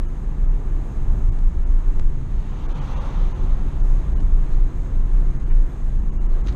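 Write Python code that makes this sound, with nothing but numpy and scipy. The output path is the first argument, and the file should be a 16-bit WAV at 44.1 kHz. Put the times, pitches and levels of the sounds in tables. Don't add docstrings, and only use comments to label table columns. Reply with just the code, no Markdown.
import sys
import numpy as np
from scipy import signal
from scipy.fft import rfft, irfft, next_fast_len
from scipy.io import wavfile
from scipy.ndimage import uniform_filter1d, map_coordinates

SR = 44100
rng = np.random.default_rng(int(sys.argv[2]) if len(sys.argv) > 2 else 0)


def natural_amplitude(level_db):
    exponent = np.asarray(level_db, float) / 20
    return 10 ** exponent


def wav_out(sig):
    wavfile.write(sys.argv[1], SR, np.round(np.clip(np.atleast_2d(sig).T, -1, 1) * 32767).astype(np.int16))


N = 288855
TIME_S = np.arange(N) / SR


def unit(x):
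    return x / np.sqrt(np.mean(x ** 2) + 1e-20)


def along(points, hz):
    f, v = np.transpose(points)
    return np.interp(np.log(hz + 1), np.log(f + 1), v)


def curves(rows):
    s, *cols = np.transpose(rows)
    return [np.interp(TIME_S, s, c) for c in cols]


def wobble(rate):
    knots = rng.standard_normal(int(N * rate / SR) + 4)
    return map_coordinates(knots, [np.arange(N) * rate / SR])


def noise(response):
    m = next_fast_len(N + SR // 2)
    spectrum = rfft(rng.standard_normal(m)) * response(np.fft.rfftfreq(m, 1 / SR))
    return unit(irfft(spectrum, m)[:N])


def coloured(spectrum):
    return noise(lambda hz: natural_amplitude(along(spectrum, hz)))


def resonant(modes, low_hz, high_hz):
    def response(hz):
        power = sum(natural_amplitude(2 * db) / (1 + (2 * (hz - centre) / width) ** 2) for centre, width, db in modes)
        skirts = (1 + (low_hz / (hz + 1)) ** 8) * (1 + (hz / high_hz) ** 8)
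        return np.sqrt(power) / np.sqrt(skirts)
    return noise(response)


def steadied(x, share, span_s):
    swell = np.sqrt(np.abs(uniform_filter1d(x ** 2, int(span_s * SR))) + 1e-3)
    return unit(x / swell ** np.clip(share, 0, 1))


def tone(hz, start):
    return np.sqrt(2) * np.sin(2 * np.pi * (np.cumsum(hz) / SR + start))


def swells(rows, rest_db):
    t = np.arange(0, N + 64, 64) / SR
    power = natural_amplitude(2 * rest_db)
    for s, peak_db, length, *_ in rows:
        power = power + natural_amplitude(2 * peak_db - 24.2 * np.abs((t - s) / length) ** 2.4)
    return np.interp(TIME_S, t, np.sqrt(power))


def patchy(x, from_hz, depth_db):
    hz, _, z = signal.stft(x, SR, nperseg=256)
    field = uniform_filter1d(rng.standard_normal(z.shape), size=3, axis=0)
    field = uniform_filter1d(field, size=3, axis=1)
    reach = np.clip(hz[:, None] / from_hz - 1, 0, .2) * 5
    return unit(signal.istft(z * natural_amplitude(depth_db * reach * unit(field)), SR, nperseg=256)[1][:N])


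# peak time in seconds, peak in dB, length in seconds,
# boom pitch in Hz.
SURGES = [(0.033, -18.9, 0.1, 28.2), (0.273, -18.5, 0.046, 29.03), (0.472, -15.5, 0.14, 28.36),
          (0.726, -15.5, 0.095, 28.2), (0.986, -23.5, 0.057, 27.92), (1.105, -13, 0.076, 28.8),
          (1.274, -12.5, 0.068, 28.54), (1.436, -12.5, 0.095, 27.37), (1.716, -13.5, 0.12, 27.33),
          (1.882, -14, 0.073, 29.02), (2.07, -17, 0.051, 27.12), (2.362, -17.5, 0.07, 27.9),
          (2.511, -17.5, 0.039, 27.6), (2.699, -23, 0.09, 28), (2.97, -24.5, 0.22, 28.8),
          (3.235, -16, 0.09, 28.29), (3.48, -18, 0.1, 26.55), (3.697, -19, 0.053, 27.43),
          (3.834, -13.5, 0.035, 29.5), (3.928, -14.8, 0.069, 28.37), (4.301, -11.5, 0.18, 27.67),
          (4.589, -12.5, 0.11, 27.85), (4.989, -13, 0.095, 27.66), (5.163, -14.0, 0.11, 28.44),
          (5.274, -12.5, 0.045, 27.87), (5.568, -12.5, 0.11, 28.0), (5.838, -17.1, 0.06, 27.2),
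          (5.961, -17.5, 0.065, 28.76), (6.102, -20.5, 0.061, 29.7), (6.301, -12.5, 0.12, 28.7)]
# peak time in seconds, peak in dB, length in seconds.
DIPS = [(0.38, -27, 0.13), (0.76, -26, 0.13), (1.06, -18.5, 0.11), (1.23, -24.5, 0.056), (1.51, -19, 0.2),
        (2.03, -16, 0.22), (2.63, -25, 0.084), (2.96, -24.5, 0.14), (3.45, -22.5, 0.06), (3.59, -19, 0.17),
        (3.85, -23, 0.22), (4.32, -23.5, 0.096), (4.52, -19, 0.14), (4.78, -20.5, 0.11),
        (5.07, -26.5, 0.095), (5.37, -20, 0.16), (5.57, -26.5, 0.092), (5.88, -23, 0.09),
        (6.09, -21, 0.094), (6.27, -20, 0.097)]


def boom():
    hz, = curves([(s, pitch_hz) for s, *_, pitch_hz in SURGES])
    trough, waver_hz, bounce_hz = 3 / 4, 2.1, 19
    throb_gain = swells(SURGES, rest_db=-31.5) * natural_amplitude(1.9 * wobble(12))
    throb = throb_gain * tone(hz + .1 + waver_hz * wobble(17), trough)
    bounce_gain = swells(DIPS, rest_db=-37.5) * natural_amplitude(1.2 * wobble(7))
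    return throb + bounce_gain * tone(bounce_hz + waver_hz * wobble(5), trough)


# centre in Hz, width in Hz, level in dB.
SUBFRAME = [(40.5, 9.5, 3), (50.7, 9.9, 1)]
FLOOR = [(65, 11, -1), (75.9, 15, -3), (86.5, 12, -6.5), (100.4, 6.1, -10.5)]
ROOF = [(114.3, 5, -7), (129.3, 4, 1), (148.5, 11, -5.5)]
PANELS = [(175.2, 16, 1.5), (204.3, 7.4, 2.5), (245, 32, -5.5), (288, 31, -6.5), (369.4, 33, -8)]
# peak time in seconds, peak in dB, length in seconds, frequency in Hz.
JOLTS = [(0.47, -29, 0.06, 43.2), (1.01, -39, 0.048, 125.5), (1.145, -20, 0.057, 41.3),
         (1.16, -29.5, 0.1, 69.7), (1.168, -39.5, 0.071, 224.9), (1.29, -25.5, 0.04, 80.0),
         (1.324, -39, 0.052, 121.8), (1.55, -22.5, 0.1, 44.8), (1.697, -23.5, 0.065, 40.5),
         (1.993, -31, 0.053, 82.0), (2.2, -34.5, 0.21, 130.0), (2.364, -23.8, 0.047, 47.0),
         (2.385, -33.5, 0.07, 72.1), (2.792, -33, 0.05, 129.9), (3.399, -32, 0.13, 79.3),
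         (3.436, -36, 0.058, 218.6), (3.54, -23.5, 0.069, 47.2), (3.632, -38, 0.054, 239.0),
         (3.701, -35, 0.05, 125.7), (4.15, -21.5, 0.14, 45.4), (4.208, -36.5, 0.06, 222.2),
         (4.299, -30, 0.1, 78.8), (4.332, -25, 0.11, 48.8), (4.4, -37, 0.045, 129.3),
         (5.37, -33.5, 0.08, 132.0), (5.453, -23.8, 0.06, 42.3), (5.941, -38, 0.07, 129.7),
         (6.026, -20.5, 0.053, 43.8), (6.269, -25, 0.06, 45.0), (6.46, -18.5, 0.064, 41.8)]
# time in seconds, coarseness in dB.
SURFACE = [(0, -2), (.5, 0), (1, .5), (1.3, 0.5), (1.75, -3.5), (2.05, -1), (2.5, -2), (2.9, 2), (3.4, 0.5),
           (3.9, 2.5), (4.4, 1), (4.9, 0.7), (5.3, 1.5), (5.75, -1.5), (6.1, 0), (6.35, -3), (6.55, 7)]


def road():
    # modes, low and high skirt in Hz, steady level in dB, how strongly it follows the surface
    parts = [(SUBFRAME, 33, 57, -29, .9), (FLOOR, 62, 110, -37, 1.1),
             (ROOF, 104, 162, -37, .9), (PANELS, 160, 430, -41.5, .6)]
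    coarse_db, = curves(SURFACE)
    nearest = np.searchsorted([59, 104, 165], [hz for *_, hz in JOLTS])
    out = 0
    for k, (modes, low_hz, high_hz, steady_db, follows) in enumerate(parts):
        shake = steadied(resonant(modes, low_hz, high_hz), share=.7, span_s=.07)
        jolts = swells([jolt for jolt, part in zip(JOLTS, nearest) if part == k], rest_db=-120)
        out = out + np.hypot(natural_amplitude(steady_db + follows * coarse_db), jolts) * shake
    return out


# multiple of the pulse rate, rms level in dB.
ORDERS = [(3, -47), (6, -55), (7, -54), (8, -59), (9, -58), (10, -60), (11, -59), (12, -61), (13, -65),
          (15, -65)]


def engine():
    pulse_hz = 29 * (1 + .005 * wobble(3))
    return sum(natural_amplitude(db + 3 * wobble(5)) * tone(order * pulse_hz, rng.random()) for order, db in ORDERS)


# frequency in Hz, level in dB per Hz.
TYRES = [(250, -33), (330, -4.5), (410, -6), (620, -10.5), (1000, -12), (1180, -13), (1400, -17.5),
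         (1800, -31.5), (2400, -56.5)]
TREAD = [(1100, -27.5), (1600, 0.5), (2400, -6.5), (3300, -12), (4100, -13), (4800, -24.5), (6000, -50.5)]
WIND = [(3500, -29.5), (4800, -10), (5700, -9.5), (6100, -7), (6450, 1.5), (6800, -4), (7300, -6.5),
        (9200, -11.5), (10000, -21.5), (12000, -18), (13300, -22), (14000, -29.5), (14500, -48.5)]
# time in seconds, strength in dB.
AIR = [(0, -0.5), (.35, 0.2), (.7, 0.35), (1.15, 1.3), (1.5, -0.7), (1.85, 0.6), (2.1, -0.7), (2.7, -.6),
       (3.07, 1), (3.6, 0.9), (4.3, 0.5), (4.8, 0), (5.25, .5), (5.6, -0.5), (6, -0.6), (6.27, 0.9),
       (6.55, 1.6)]


def hiss():
    air_db, = curves(AIR)
    gust_db = .5 * wobble(4)
    tyres = natural_amplitude(-47 + 2 * air_db + gust_db + .47 * wobble(12)) * coloured(TYRES)
    tread = natural_amplitude(-57.5 + .9 * air_db + gust_db + .56 * wobble(13)) * coloured(TREAD)
    wind = patchy(coloured(WIND), from_hz=8000, depth_db=4.5)
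    return tyres + tread + natural_amplitude(-65 + .9 * air_db + gust_db + .6 * wobble(10)) * wind


# start in seconds, step height in full scale,
# relaxation time in seconds.
CLICKS = [
    (1.389, .033, .004),
    (1.997, .075, .004),
    (4.1735, .012, .002),
    (4.1996, -.022, .0002),
    (4.205, -.042, .004),
    (5.517, .022, .002),
]


def clicks():
    steps = 0
    for s, height, relax in CLICKS:
        steps = steps + height * (TIME_S >= s) * np.exp(-np.maximum(TIME_S - s, 0) / relax)
    return uniform_filter1d(steps, size=3)


def passing_db(peak_db, coming_db, leaving_db):
    closing_m_per_s, abreast_s, gap_m = 22, 2.96, 5.2
    along_m = closing_m_per_s * (TIME_S - abreast_s)
    loss_db = np.where(along_m < 0, coming_db, leaving_db)
    return peak_db - loss_db * np.log2(np.hypot(along_m, gap_m) / gap_m)


# frequency in Hz, level in dB per Hz.
ROAR = [(350, -24.5), (520, 0), (650, -10.5), (850, -1.5), (1030, -4), (1300, -7), (1600, -16.5),
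        (2200, -24.5), (3000, -33), (4000, -50.5)]
SWISH = [(1200, -24), (1800, -2.5), (2600, -1), (3700, -2), (4400, -8), (5300, -14), (6250, -7),
         (7100, -18.5), (9000, -38.5), (12000, -57.5)]


def oncoming():
    first, last = 2.1, 4.3
    near = np.interp(TIME_S, [first - .2, first + .5, last - .3, last + .26], [0, 1, 1, 0])
    roar_db = passing_db(peak_db=-40, coming_db=10, leaving_db=7)
    swish_db = passing_db(peak_db=-51, coming_db=6, leaving_db=6.6)
    roar = natural_amplitude(roar_db + .7 * wobble(15)) * coloured(ROAR)
    swish = natural_amplitude(swish_db + .7 * wobble(15)) * coloured(SWISH)
    return near * (roar + swish)


# start in seconds, body in dB, grit in dB, rise in seconds, length in seconds.
CREAKS = [
    (4.501, -74, -56.5, .02, 0.054),
    (5.504, -44.5, -69, .004, 0.017),
    (6.32, -69, -57, 0.0018, 0.0051),
    (6.4643, -46, -42, 0.00058, 0.0034),
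    (6.4705, -41, -37, 0.0006, 0.0045),
    (6.481, -42, -44, 0.0008, 0.0077),
    (6.486, -46.5, -44, 0.0013, 0.009),
    (6.491, -55.5, -56, 0.0058, 0.032),
    (6.524, -62, -55, .002, 0.0065),
]
# frequency in Hz, level in dB per Hz.
BODY = [(350, -36.5), (700, -4.5), (1500, 0.5), (2500, -1.5), (3200, -3), (4000, -34)]
GRIT = [(2500, -24), (3400, -4.5), (4200, 1.5), (5200, -11), (6500, -5.5), (7200, -22), (11400, -30),
        (14000, -54)]


def trim():
    out = np.zeros(N)
    grains = natural_amplitude(2.5 * wobble(900))
    body, grit = unit(grains * coloured(BODY)), unit(grains * coloured(GRIT))
    for s, body_db, grit_db, rise, length in CREAKS:
        u = np.maximum(TIME_S - s, 0)
        shape = (1 - np.exp(-u / rise)) * np.exp(-(u / length) ** 2)
        out += shape * (natural_amplitude(body_db) * body + natural_amplitude(grit_db) * grit)
    return out


def knock():
    start_s, peak_db, hz, t60_s = 6.4645, -26, 290, .06
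    u = np.maximum(TIME_S - start_s, 0)
    return -natural_amplitude(peak_db - 60 * u / t60_s) * np.sin(2 * np.pi * hz * u)


def scene():
    return (boom() + road() + engine() + hiss() + clicks() + oncoming() + trim() + knock())[None]


# time in seconds, edge of the loss in Hz,
# two surviving lines in Hz (0 for none).
STARVED = [(.073, 2300, 2900, 6500), (.478, 2600, 0, 6500), (.499, 2900, 0, 6500), (1.31, 2300, 0, 0),
           (1.651, 3000, 0, 0), (2.675, 2300, 0, 0), (2.739, 3500, 0, 0), (2.803, 3500, 0, 0),
           (2.953, 3500, 0, 6500), (2.995, 3800, 0, 6400), (3.337, 3000, 0, 6500), (3.827, 2200, 0, 6500),
           (4.147, 2500, 0, 6500), (4.19, 2000, 2900, 4100), (5.043, 3000, 0, 6500),
           (5.385, 2300, 6500, 13200), (5.449, 2000, 2800, 6500), (5.513, 2900, 3600, 0),
           (6.11, 3400, 0, 6600), (6.174, 3000, 0, 6600), (6.195, 1700, 2800, 9100), (6.281, 3200, 0, 0),
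           (6.43, 2600, 0, 0)]
# frequency in Hz, step over the local level in dB.
COARSE = [(400, -40), (1000, -12), (2000, -4), (6500, 0), (8500, 1), (10000, 4), (12000, 2.5), (13500, 4),
          (14400, 12)]


def starve(x, thin_hz, scatter_db, starved_db, line_db):
    size, first_s = 941, .008
    n, k = np.arange(2 * size), np.arange(size) + .5
    window = np.sin(np.pi * (n + .5) / (2 * size))
    basis = window * np.cos(np.pi / size * np.outer(k, n + (size + 1) / 2)) * np.sqrt(2 / size)
    lead = 2 * size - round(first_s * SR)
    halves = np.pad(x, (lead, 3 * size - (N + lead) % size), "edge").reshape(-1, size)
    c = np.hstack([halves[:-1], halves[1:]]) @ basis.T
    hz = k * SR / (2 * size)
    local = 2 * np.exp(uniform_filter1d(np.log(np.abs(c) + 1e-9), size=24, axis=1))
    luck = np.repeat(rng.standard_normal((len(c), 30)), 32, axis=1)[:, :size]
    step = local * natural_amplitude(along(COARSE, hz) + scatter_db * luck)
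    for s, *_ in CLICKS + CREAKS[3:]:
        row = int((s - first_s) * SR / size) + 1
        step[row:row + 2] *= natural_amplitude(-9)
    for s, edge_hz, *lines in STARVED:
        row = round((s - first_s) * SR / size) + 1
        step[row, hz > thin_hz] = natural_amplitude(starved_db) * local[row, hz > thin_hz]
        c[row, hz > edge_hz] = 0
        for line in [round(f / (2 * hz[0])) for f in lines if f]:
            c[row, line] = step[row, line] = natural_amplitude(line_db) * local[row, line]
    c = np.sign(c) * np.floor(np.abs(c) / step + .4) * step
    blocks = c @ basis
    return (blocks[:-1, size:] + blocks[1:, :size]).ravel()[lead - size:][:N]


def top_cut(x):
    return signal.sosfilt(signal.butter(12, 14440, fs=SR, output="sos"), x)


def record(dry):
    x = signal.sosfilt(signal.butter(2, 9, "high", fs=SR, output="sos"), dry[0])
    x = x / (1 + np.abs(x / .55) ** 8) ** (1 / 8)
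    mix = starve(x, thin_hz=1000, scatter_db=2, starved_db=7.5, line_db=13)[None]
    return top_cut(mix)


dry = scene()
out = record(dry)
wav_out(out)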